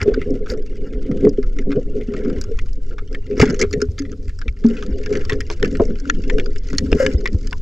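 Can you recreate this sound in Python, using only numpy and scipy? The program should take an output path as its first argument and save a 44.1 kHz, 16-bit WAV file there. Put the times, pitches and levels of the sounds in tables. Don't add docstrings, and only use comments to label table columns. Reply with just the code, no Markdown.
import sys
import numpy as np
from scipy import signal
from scipy.fft import rfft, irfft, next_fast_len
from scipy.io import wavfile
from scipy.ndimage import map_coordinates

SR = 44100
rng = np.random.default_rng(int(sys.argv[2]) if len(sys.argv) > 2 else 0)


def decibels_to_gain(level_db):
    exponent = np.asarray(level_db, float) / 20
    return 10 ** exponent


def dump(signal):
    limited = np.clip(np.atleast_2d(signal).T, -1, 1)
    pcm = np.round(limited * 32767).astype(np.int16)
    wavfile.write(sys.argv[1], SR, pcm)


N = 335601

# start_s, level_db
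STIR = [(0, 5.5), (.19, 5.5), (.35, 0), (1.1, 1.5), (1.76, -6.5), (2.18, 4), (2.5, -0.5), (2.7, -7.5),
        (3.3, -3), (3.52, 1), (3.62, -13), (4.34, -13.5), (4.7, 0), (4.85, 2), (5.24, 3), (5.47, 0),
        (7.1, 4), (7.61, -5.5)]
# pitch_hz, width_hz, level_db
DULL_SHELL = [(1352, 390, 5), (1648, 447, 6), (2100, 710, 3.5), (2910, 320, 4.5), (3407, 910, -2)]
# pitch_hz, width_hz, level_db
BRIGHT_SHELL = [(4220, 2000, -6), (4800, 790, 5.5), (5440, 800, 5), (6554, 920, 4), (7380, 450, 4)]


def unit(x):
    return x / np.sqrt(np.mean(x ** 2) + 1e-20)


def along(points, hz):
    f, v = np.transpose(points)
    return np.interp(np.log(hz + 1), np.log(f + 1), v)


def curves(rows):
    s, *columns = np.transpose(rows)
    return [np.interp(np.arange(N) / SR, s, column) for column in columns]


def wobble(rate):
    knots = rng.standard_normal(int(N * rate / SR) + 4)
    return map_coordinates(knots, [np.arange(N) * rate / SR])


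def bell(s, half_s):
    steps = np.arange(N // 64 + 1) * 64 / SR
    return np.repeat(np.exp(-((steps - s) / half_s) ** 2), 64)[:N]


def filtered(x, response):
    m = next_fast_len(N + SR // 4)
    return irfft(rfft(x, m) * response(np.fft.rfftfreq(m, 1 / SR)), m)[..., :N]


def modes(table, f):
    total = 0
    for k, (hz, width_hz, db) in enumerate(table):
        loss = 1j * f * width_hz
        total = total + (-1) ** k * decibels_to_gain(db) * loss / (hz * hz - f * f + loss)
    return total


def below(f, hz, order):
    return (1 / (1 - (f / hz) ** 2 + np.sqrt(2) * 1j * f / hz)) ** order


def above(f, hz, order):
    return (-(f / hz) ** 2) ** order * below(f, hz, order)


def dull(f, table=DULL_SHELL):
    return modes(table, f) * above(f, 1010, order=2) * below(f, 9100, order=1)


def bright(f, table=BRIGHT_SHELL):
    return modes(table, f) * above(f, 4400, order=1) * below(f, 9500, order=3)


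def leak(f):
    return above(f, 8400, order=2) * below(f, 7100, order=1)


def grains(rate, spread_db, t60):
    strength_db = spread_db * np.minimum(rng.exponential(size=N), 2.5)
    hits = (rng.random(N) < rate / SR) * decibels_to_gain(strength_db)
    fade = decibels_to_gain(-60 * np.arange(SR // 8) / SR / max(t60, 1e-3))
    return unit(signal.fftconvolve(hits, fade)[:N] * rng.standard_normal(N))


def surge():
    # start_s, level_db
    swell_points = [(0.0, -34), (0.17, -22), (1.14, -22.5), (1.76, -14), (2.05, -24), (2.5, -15.5),
                    (3.73, -27), (6.23, -17), (6.55, -16), (6.85, -20), (7.61, -18)]
    # pitch_hz, level_db
    swell_colour = [(2.4, -23.5), (4.0, -2.5), (21, -1.5), (40, -13.5), (52, -25), (88, -120)]
    rumble_colour = [(25, -43.5), (35, -8), (60, 1.5), (90, 2), (120, -15.5), (170, -12.5), (250, -52)]
    # start_s, peak_db, pitch_hz
    thumps = [(0.022, -15.5, 85.4), (0.114, -14.5, 32.4), (0.501, -20, 44.7), (0.944, -17.5, 35),
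              (1.469, -16.5, 24.6), (2.371, -20, 65), (3.398, -9, 75.6), (3.42, -4.5, 140),
              (3.887, -13.5, 75.3), (4.282, -22, 57.2), (4.481, -14, 55.2), (4.917, -15.5, 47.4),
              (5.328, -17, 117), (5.804, -16.5, 81), (6.924, -10, 59), (7.148, -7.5, 60.8),
              (7.345, -8, 73.4)]
    swell_db, = curves(swell_points)
    rumble_db = -29.5 + 1.12 * np.arange(N) / SR - 0.25 * (swell_db - swell_db.mean())
    swell = unit(filtered(rng.standard_normal(N), lambda f: decibels_to_gain(along(swell_colour, f))))
    lumps = decibels_to_gain(3.5 * wobble(4.1))
    rumble = unit(lumps * filtered(rng.standard_normal(N), lambda f: decibels_to_gain(along(rumble_colour, f))))
    out = np.pad(decibels_to_gain(swell_db) * swell + decibels_to_gain(rumble_db - 8.0) * rumble, (0, SR))
    t = np.arange(SR // 8) / SR
    for s, db, hz in thumps:
        push = decibels_to_gain(db + 2.5 - 8.3 * (hz * t - .4) ** 2)
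        out[round(s * SR):][:len(t)] += push * np.sin(2 * np.pi * hz * t)
    return out[:N]


def trapped_air():
    # pitch_hz, width_hz, level_db
    low_air = [(175, 126, -6.5), (213.3, 29, 1), (275, 25, 3)]
    high_air = [(350, 13, -1), (412, 28.8, 4), (504, 25.2, 0.5), (520, 24, -2), (726, 140, -24)]
    # start_s, half_width_s, low_note_db, high_over_low_db
    sloshes = [(0.023, 0.013, -22.5, 2), (0.086, 0.029, -25, 12.5), (0.184, 0.029, -28, -4.5),
               (0.322, 0.044, -22.5, 2.5), (.42, 0.037, -38, 1), (.53, 0.075, -34, 7.5),
               (0.711, 0.041, -36, 3), (0.828, 0.04, -42.5, 8.5), (0.939, 0.045, -30.5, 0.5),
               (1.028, 0.017, -35.5, -1.5), (1.103, 0.039, -19, -4), (1.182, 0.024, -26.5, 2),
               (1.26, 0.042, -17.5, 0), (1.491, 0.075, -37, 1.5), (1.586, 0.029, -26.5, -6.5),
               (1.7, 0.036, -25, 1), (1.779, 0.027, -22, 2), (1.88, 0.02, -30, -1),
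               (1.981, 0.047, -32, 4.5), (2.17, 0.055, -30.5, 5.5), (2.326, 0.088, -27.5, 1),
               (2.939, 0.026, -59, 24), (3.145, 0.031, -32.5, 7), (3.329, 0.03, -31, 5),
               (3.447, 0.058, -17, -6), (3.54, 0.033, -42.5, 14), (3.622, 0.022, -21.5, 6.5),
               (3.76, 0.044, -26, -0.5), (4.07, 0.2, -38, -3), (4.469, 0.012, -31, 0),
               (4.779, 0.086, -35.5, 3), (4.898, 0.014, -21, -15), (4.96, 0.063, -50.5, 20.5),
               (5.145, 0.065, -28.5, 5), (5.35, 0.045, -33, 8), (5.643, 0.025, -22.5, 3),
               (5.739, 0.051, -23, -6), (5.899, 0.062, -29, -2.5), (6.153, 0.095, -25, -15.5),
               (6.362, 0.085, -29, 7), (6.5, 0.044, -37, 0.5), (6.741, 0.027, -29.5, -10),
               (6.836, 0.036, -18, -10.5), (6.933, 0.03, -16, -4), (7.058, 0.097, -23, 1),
               (7.15, 0.014, -46, 9), (7.248, 0.047, -40, 9.5), (7.33, 0.022, -25, -20),
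               (7.45, 0.07, -37.5, -8.5)]
    # start_s, low_note_db, low_pitch_hz, high_over_low_db, t60_s
    low_bumps = [(.306, -8, 264, -21, 0.2), (1.058, -31, 207, -2.5, 0.051), (1.23, -18, 216, -5.5, 0.45),
                 (1.688, -12.5, 277.5, -18, 0.4), (1.956, -20.5, 245, 1, 0.28),
                 (2.082, -7.5, 236, -21, 0.084), (2.252, -8, 233, -14, 0.089),
                 (3.376, -19, 231, 10.5, 0.056), (3.427, 2.5, 253, -1.5, 0.083),
                 (3.999, -13, 279, -18.5, 0.25), (4.644, 3.5, 229.4, -20.5, 0.2),
                 (4.646, -17, 281, -13.5, 0.29), (5.317, -20, 275, 3.5, 0.27),
                 (5.499, -22.5, 343, -1.5, 0.19), (6.731, 7.5, 157, 0.5, 0.014),
                 (6.923, 6.5, 275, -2, 0.037)]
    # start_s, low_note_db, high_pitch_hz, high_over_low_db, t60_s
    high_bumps = [(0.067, -15.5, 453, -5.5, 0.44), (0.173, -9, 425, 2, 0.075), (0.518, -19, 500, 2.5, 0.12),
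                  (1.381, -9, 407, 2.5, 0.11), (2.51, -32.5, 450, 15, 0.14), (1.241, -12, 412, 7, 0.051),
                  (1.273, -26, 443, 0, 0.098), (3.598, -21.5, 394, 8, 0.044), (3.735, -25, 421, 8.5, 0.23),
                  (3.298, -26.5, 412, 6.5, 0.36), (3.399, -7, 430, 19.5, 0.02),
                  (3.618, -24, 403, 5.5, 0.29), (3.819, -12.5, 415, 2, 0.16), (5.111, -26, 412, 17, 0.12),
                  (5.799, 6.5, 350, 0, 0.036), (5.817, -20, 436, 16, 0.093), (6.999, -28, 538, 23.5, 0.11),
                  (7.022, -20.5, 524, 10.5, 0.26)]
    low_note_hz, high_note_hz = 254.8, 418.5
    stir_db, = curves(STIR)
    idle = decibels_to_gain(-43 + 0.83 * stir_db) * np.ones((2, 1))
    heave = idle + sum(decibels_to_gain([[db], [db + tilt_db]]) * bell(s, half_s) for s, half_s, db, tilt_db in sloshes)
    jolts = grains(70, spread_db=2, t60=0.072) + .75 * rng.standard_normal(N)
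    jolts = jolts * decibels_to_gain(2 * wobble(25))
    low = unit(filtered(
        jolts, lambda f: modes(low_air, f) * above(f, 60, order=1) * below(f, 312, order=2)))
    high = unit(filtered(
        jolts, lambda f: modes(high_air, f) * above(f, 280, order=1) * below(f, 600, order=2)))
    out = np.pad(heave[0] * low + heave[1] * high, (0, SR))
    t = np.arange(SR // 3) / SR
    bumps = [(s, db, hz, high_note_hz, *rest) for s, db, hz, *rest in low_bumps]
    bumps += [(s, db, low_note_hz, *rest) for s, db, *rest in high_bumps]
    for s, db, low_hz, high_hz, high_db, t60 in bumps:
        ring = np.sin(2 * np.pi * low_hz * t)
        ring += decibels_to_gain(high_db + 6.0 - 25 * t / t60) * np.sin(2 * np.pi * high_hz * t)
        onset = 1 - np.exp(-(1.07 * low_hz * t) ** 2)
        out[round(s * SR):][:len(t)] += decibels_to_gain(db - 2.0 - 60 * t / t60) * onset * ring
    return out[:N]


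def knocks():
    # start_s, peak_db, pitch_hz, t60_s
    contacts = [(2.585, -37, 1080, 0.022), (3.397, -15, 600, 0.038), (3.425, -13.5, 800, 0.04),
                (4.642, -54, 850, 0.048), (5.298, -29, 1065, 0.099), (5.5, -33, 613, 0.13),
                (5.626, -35.5, 700, 0.11), (5.797, -7.5, 600, 0.09), (6.298, -26.5, 1055, 0.017),
                (6.927, -38, 706, 0.069), (7.257, -20.5, 1080, 0.0099), (7.524, -26, 990, 0.057)]
    out, t = np.zeros(N + SR), np.arange(4096) / SR
    f = np.fft.rfftfreq(len(t), 1 / SR)
    for s, db, hz, t60 in contacts:
        blow = decibels_to_gain(-60 * t / t60) * rng.standard_normal(len(t))
        knock = irfft(rfft(blow) * modes([(hz, 200, 0)], f) ** 2)
        out[round(s * SR):][:len(t)] += decibels_to_gain(db) * knock / np.abs(knock).max()
    return out[:N]


def all_clicks():
    # start_s, peak_db, pitch_hz, t60_s
    taps = [(0.0152, -9, 2100, 0.023), (0.142, -18, 1420, 0.049), (0.2157, -19.5, 2100, 0.045),
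            (0.46, -26.5, 1420, 0.064), (1.25, -22.5, 2040, 0.026), (1.586, -19.5, 2030, 0.047),
            (1.717, -23, 1410, 0.081), (2.1384, -23, 1330, 0.047), (2.589, -19.5, 2075, 0.031),
            (2.9826, -23.5, 1360, 0.071), (3.1472, -18, 1850, 0.03), (4.415, -23.5, 1550, 0.043),
            (4.4804, -18.5, 2220, 0.023), (4.767, -28.5, 2600, 0.11), (4.8252, -20, 1300, 0.039),
            (5.1527, -17.5, 1830, 0.055), (5.2952, -11.5, 1920, 0.053), (5.321, -17, 1740, .056),
            (5.6276, -8.5, 1820, 0.017), (5.6462, -17, 1730, 0.061), (5.7517, -22.5, 1800, 0.061),
            (6.098, -3.5, 1725, 0.026), (6.2982, -11, 1890, 0.035), (6.3832, -17, 1560, 0.024),
            (6.3975, -12, 1800, 0.048), (6.5598, -26, 2900, 0.048), (6.9277, -6, 2480, 0.019),
            (7.0636, -7, 1660, 0.022), (7.2572, -9, 1960, 0.026), (7.5284, -15.5, 1450, 0.02)]
    # start_s, peak_db, pitch_hz, bright_share_db
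    jabs = [(3.3688, -39, 2100, -2), (3.3783, -23, 1500, -7), (3.397, -5, 1250, -15),
            (3.4001, -7, 2100, -5.5), (3.414, -4, 2100, -4.5), (3.428, -17, 1200, -15),
            (3.443, -31, 2200, -2), (3.455, -18.5, 2180, -9), (3.4756, -22, 2060, -15),
            (3.462, -25, 1590, -14), (3.49, -29, 1860, 10), (3.526, -30, 1900, 11), (3.561, -32, 1910, -6),
            (3.566, -39, 1900, 16), (3.499, -19.5, 1610, -3), (3.506, -24, 2100, 1), (3.543, -22, 1910, -5),
            (3.5922, -12.5, 1710, -4.5), (3.6014, -14, 1880, 13), (3.6137, -3, 2160, -1),
            (3.62, -9, 2140, 9), (3.627, -15.5, 1360, -22), (3.7282, -13.5, 1880, -3),
            (3.8166, -8.5, 1460, -2.5), (3.981, -22, 1770, -21), (3.989, -16.5, 2100, 5),
            (4.117, -27.5, 1360, -4), (4.278, -31, 2050, -7)]
    # start_s, peak_db, bright_share_db
    snaps = [(0.029, -16, 25), (0.305, -30, 7), (0.5, -18, -4), (1.292, -24.5, 11), (2.413, -14, 9.5),
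             (2.439, -23.5, -4), (2.7307, -32.5, 10.5), (4.3888, -25.5, -0.5), (4.6397, -29, -19),
             (5.0604, -20.5, -7), (5.125, -21, -6.5), (5.251, -22.5, -2.5), (5.405, -16, -4.5),
             (5.5008, -14, -11), (5.852, -27, 6), (5.999, -25.5, 4.5), (6.443, -34, 6), (6.459, -23, -9),
             (6.5817, -26.5, 18), (6.686, -26.5, -4), (6.731, -19.5, -9.5), (6.749, -27, -7),
             (6.7824, -1, 2.5), (7.1353, -25.5, 16), (7.274, -14, -11), (7.4715, -20, 3), (7.5097, -25, 0)]
    # start_s, peak_db, pitch_hz
    ticks = [(0.0573, -44, 1410), (0.079, -35, 1390), (.138, -25, 1470), (0.536, -29, 1330),
             (0.934, -32.5, 2070), (1.114, -28.5, 1310), (1.3734, -37.5, 3000), (1.428, -31, 1300),
             (1.565, -37.5, 1360), (1.694, -39, 1390), (1.7063, -28, 2030), (1.7573, -34, 1450),
             (2.011, -32, 2100), (2.1198, -37, 1390), (2.165, -28, 1890), (2.079, -48, 2830),
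             (2.179, -37, 1910), (2.205, -41, 1500), (2.248, -32, 1300), (2.2982, -28.5, 1380),
             (2.361, -35, 1960), (2.6823, -43, 2740), (2.9092, -36.5, 1400), (2.925, -40.5, 1350),
             (3.0757, -38.5, 3100), (3.228, -47, 2050), (3.266, -38, 2100), (3.31, -31.5, 2380),
             (3.329, -35, 2570), (3.368, -30, 1510), (3.803, -29.5, 1490), (4.051, -30, 1990),
             (4.094, -42, 2000), (4.126, -33.5, 1350), (4.293, -32, 1750), (4.565, -42, 1830),
             (4.7, -33.5, 2800), (4.735, -37, 1900), (4.782, -36, 3100), (4.925, -41, 1700),
             (5.012, -37, 1760), (5.036, -31, 1780), (5.209, -29, 1660), (5.5972, -33, 1580),
             (5.7074, -39, 1600), (5.901, -33.5, 1620), (5.9549, -33, 1600), (6.0422, -42, 1500),
             (6.054, -26.5, 1460), (6.147, -33.5, 2840), (6.2378, -28.5, 2640), (6.8586, -35.5, 1590),
             (6.917, -19, 1610), (6.9724, -35, 1500), (6.9945, -32, 1600), (7.009, -29, 1350),
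             (7.027, -27, 1650), (7.092, -42, 1500), (7.113, -31, 1570), (7.446, -38.5, 1700)]
    # start_s, peak_db
    spits = [(0.391, -47), (0.519, -30), (0.574, -35), (0.624, -35.5), (.66, -45), (0.756, -37),
             (0.873, -43), (1.023, -39.5), (1.175, -43), (1.617, -39), (2.66, -37), (2.865, -41),
             (3.1283, -29.5), (3.71, -28), (4.02, -28), (4.228, -40), (4.255, -42), (4.525, -43),
             (4.589, -40), (4.607, -43), (4.6644, -25.5), (4.6861, -28.5), (4.8635, -26), (5.1712, -23),
             (5.33, -24), (5.355, -40), (5.655, -22.5), (5.727, -32), (5.4658, -32), (5.5124, -23),
             (5.77, -26), (5.9863, -32), (6.331, -33), (6.701, -26), (6.713, -36), (7.21, -30), (7.33, -33),
             (7.518, -38), (7.566, -49)]

    def near(hz):
        return hz * np.exp(0.15 * rng.standard_normal())

    clicks_list = [(s, db, hz, -19, t60) for s, db, hz, t60 in taps]
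    clicks_list += [(s, db, hz, share_db, 0.07) for s, db, hz, share_db in jabs]
    clicks_list += [(s, db, near(1550), share_db, 0.043) for s, db, share_db in snaps]
    clicks_list += [(s, db, hz, -15, 0.064) for s, db, hz in ticks]
    clicks_list += [(s, db, near(1650), -1, 0.043) for s, db in spits]
    return clicks_list


def varied(shell):
    return [(hz * np.exp(rng.normal(0, .04)), .4 * width_hz, db + rng.normal(0, 3.5))
            for hz, width_hz, db in shell]


def clicks():
    out, t = np.zeros(N + SR), np.arange(4096) / SR
    f = np.fft.rfftfreq(len(t), 1 / SR)
    for s, db, hz, bright_db, t60 in all_clicks():
        rattle = decibels_to_gain(4 * np.repeat(rng.standard_normal(64), 64)) * rng.standard_normal(len(t))
        rattle[2] += 5
        rebound_s = .006 + 0.0078 * rng.random()
        rattle *= 1 + 2.1 * rng.random() * np.exp(-((t - rebound_s) / 0.0017) ** 2)
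        low, high = varied(DULL_SHELL), varied(BRIGHT_SHELL)
        note = modes([(hz, 170, 9)], f) + decibels_to_gain(-14.5) * dull(f, low) * below(f, 1400, order=2)
        body = dull(f, low) * below(f, 3300, order=1)
        edge = decibels_to_gain(bright_db + 12) * (bright(f, high) + decibels_to_gain(-6.5) * leak(f))
        slow = (decibels_to_gain(-60 * t / t60) + decibels_to_gain(-24.0 - 20 * t / t60)) * rattle
        medium = decibels_to_gain(-110 * t / t60) * rattle
        fast = decibels_to_gain(-150 * t / t60) * rattle
        click = irfft(rfft(slow) * note + rfft(medium) * body + rfft(fast) * edge)
        out[round(s * SR):][:len(t)] += decibels_to_gain(db) * click / np.abs(click).max()
    return out[:N]


def blips(table, rate, cycles, spread_db, count):
    draw, normal = rng.random((count, 3)), rng.standard_normal((count, 2))
    start = np.minimum(np.cumsum(-np.log(draw[:, 0]) / rate) * SR, N).astype(int)
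    chosen = (draw[:, 1] * len(table)).astype(int)
    hz = np.array(table)[chosen, 0] * np.exp(0.049 * normal[:, 0])
    k = np.arange(SR // 100)
    turns = hz[:, None] * k / SR
    life = cycles * np.exp(0.53 * normal[:, 1:])
    ring = np.sin(2 * np.pi * turns) * turns / life * np.exp(-turns / life)
    ring *= decibels_to_gain(spread_db * np.minimum(-np.log(draw[:, 2:]), 2))
    return unit(np.bincount((start[:, None] + k).ravel(), ring.ravel(), N + SR)[:N])


def crackle():
    # start_s, half_width_s, dull_db, bright_db
    scrapes = [(0.02, 0.016, -25.5, -43), (0.511, 0.02, -40.5, -38), (0.871, 0.025, -51.5, -59),
               (1.245, 0.029, -44, -55), (2.27, 0.14, -49.5, -62.5), (3.42, 0.028, -27, -34),
               (3.5, 0.04, -36, -59), (3.615, 0.016, -30, -42), (4.76, 0.08, -47.5, -52.5),
               (4.91, 0.02, -47, -69), (5.159, 0.041, -40, -62), (7.018, 0.035, -27.5, -31.5),
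               (7.099, 0.036, -41, -44.5)]
    # pitch_hz, width_hz, level_db
    wall_modes = [(800, 260, 2), (1080, 83, 3)]
    stir_db, = curves(STIR)
    t = np.arange(N) / SR
    rub = sum(decibels_to_gain([[low_db], [high_db]]) * bell(s, half_s) for s, half_s, low_db, high_db in scrapes)
    shared = grains(45, spread_db=4.0, t60=0.036) + 0.17 * grains(220, spread_db=0.5, t60=0.012)
    flutter_db = 4 * wobble(40) + 3 * np.array([wobble(25), wobble(25)])
    hiss = decibels_to_gain(flutter_db + 3 * wobble(7)) * rng.standard_normal((2, N))
    rubbing = decibels_to_gain(3 * wobble(120) + 2 * wobble(35)) * rng.standard_normal(N)

    low_blips = blips(DULL_SHELL, 160, cycles=7.5, spread_db=2.5, count=1400)
    high_blips = blips(BRIGHT_SHELL, 160, cycles=7.3, spread_db=4.5, count=1400)
    low = .5 * shared + 0.2 * low_blips + 0.25 * hiss[0]
    high = .5 * shared + 0.11 * high_blips + 0.14 * hiss[1]
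    fizz = decibels_to_gain(-58 + 1.3 * stir_db + 2.5) * unit(filtered(low, lambda f: dull(f) ** 2))
    fizz += decibels_to_gain(-63.5 + 0.47 * stir_db + 1.4 * t + 2.0) * unit(filtered(high, bright))
    fizz += decibels_to_gain(-68 + 0.66 * stir_db) * unit(filtered(shared + 0.6 * hiss[0], leak))

    narrow = [(hz, width_hz / 2, db) for hz, width_hz, db in DULL_SHELL]
    dull_rub = unit(filtered(rubbing, lambda f: dull(f, narrow) ** 2 * below(f, 2200, order=2)))
    bright_rub = unit(filtered(rubbing, lambda f: bright(f) ** 2 + decibels_to_gain(-1.0) * leak(f)))
    swells = rub[0] * dull_rub + rub[1] * bright_rub
    gaps = decibels_to_gain(3 * np.minimum(wobble(22), .5))
    wall = unit(filtered(rubbing, lambda f: modes(wall_modes, f) ** 2))
    wall_level = gaps * decibels_to_gain(-71.5 + 0.99 * stir_db) + decibels_to_gain(-13.5) * rub[0]
    return gaps * fizz + swells + wall * wall_level


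def scene():
    # pitch_hz, lead_radians
    lead = [(60, 0), (225, -.12), (280, -.38), (520, -.28), (800, -1), (1400, -.5), (2900, -.75),
            (4000, -.08)]
    # pitch_hz, left_over_right_db
    lean = [(60, .6), (280, .9), (520, 2.4), (2600, 3.2), (4300, -3.2), (6500, -3), (8500, 1.5)]
    # pitch_hz, level_db
    apart_colour = [(60, -48), (300, -32), (600, -13.5), (1200, -4), (2500, -4.5), (5000, -8.5),
                    (8000, -13.5), (14000, -3.5)]
    # start_s, share_of_port_difference
    opening = [(.85, 0.012), (1.3, .1), (2.3, 0.51), (4.3, 0.85), (7.6, 1)]
    case = surge() + trapped_air() + knocks() + clicks() + crackle()
    sign = np.array([[1], [-1]])
    shared = filtered(
        case, lambda f: decibels_to_gain(sign * along(lean, f) / 2) * np.exp(sign * 1j * along(lead, f) / 2))
    paths = rng.standard_normal((3, SR // 50)) * decibels_to_gain(-60 * np.arange(SR // 50) / SR / .01)
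    scattered = signal.fftconvolve(case[None], paths / np.linalg.norm(paths), axes=1)[:, :N]
    own = sum(wobble(39) * path for path in scattered)
    apart = (shared[0] - shared[1]) / 2 + filtered(own, lambda f: decibels_to_gain(along(apart_colour, f)))
    return shared.mean(axis=0) + sign * curves(opening)[0] * apart


def patchy_top(x):
    # pitch_hz, level_db
    top_colour = [(8000, -1), (10500, -4), (12800, 2), (13200, -2), (15000, 3)]
    hz, _, z = signal.stft(x, SR, nperseg=1024)
    frames = z.shape[2]
    blocks = rng.standard_normal((33, frames // 2 + 1))
    blocks = np.repeat(np.repeat(blocks, 16, axis=0), 2, axis=1)[:len(hz), :frames]
    patches = np.repeat(rng.standard_normal((65, frames)), 8, axis=0)[:len(hz)]
    holes = patches / 2 + blocks < -.75
    gain_db = 6.5 * np.minimum(blocks, 1) - 20 * holes + along(top_colour, hz)[:, None]
    gain = decibels_to_gain(gain_db) * (1 + 0.64 * rng.standard_normal(z.shape))
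    share = np.clip(hz / 7900 - 1, 0, .2)[:, None] * 5
    z = z * (1 + .09 * (hz > 900)[:, None] * rng.standard_normal(z.shape[1:]))
    z = z * (1 - share + share * gain) * (hz < 15800)[:, None]
    return signal.istft(z, SR, nperseg=1024)[1][:, :N]


def low_pass(x):
    return signal.sosfilt(signal.butter(12, 16270, fs=SR, output="sos"), x)


def record(dry):
    clipped = dry / (1 + np.abs(dry) ** 12) ** (1 / 12)
    dulled = filtered(clipped, lambda f: below(f, 6920, order=2))
    return low_pass(patchy_top(dulled))


dry = scene()
out = record(dry)
dump(out)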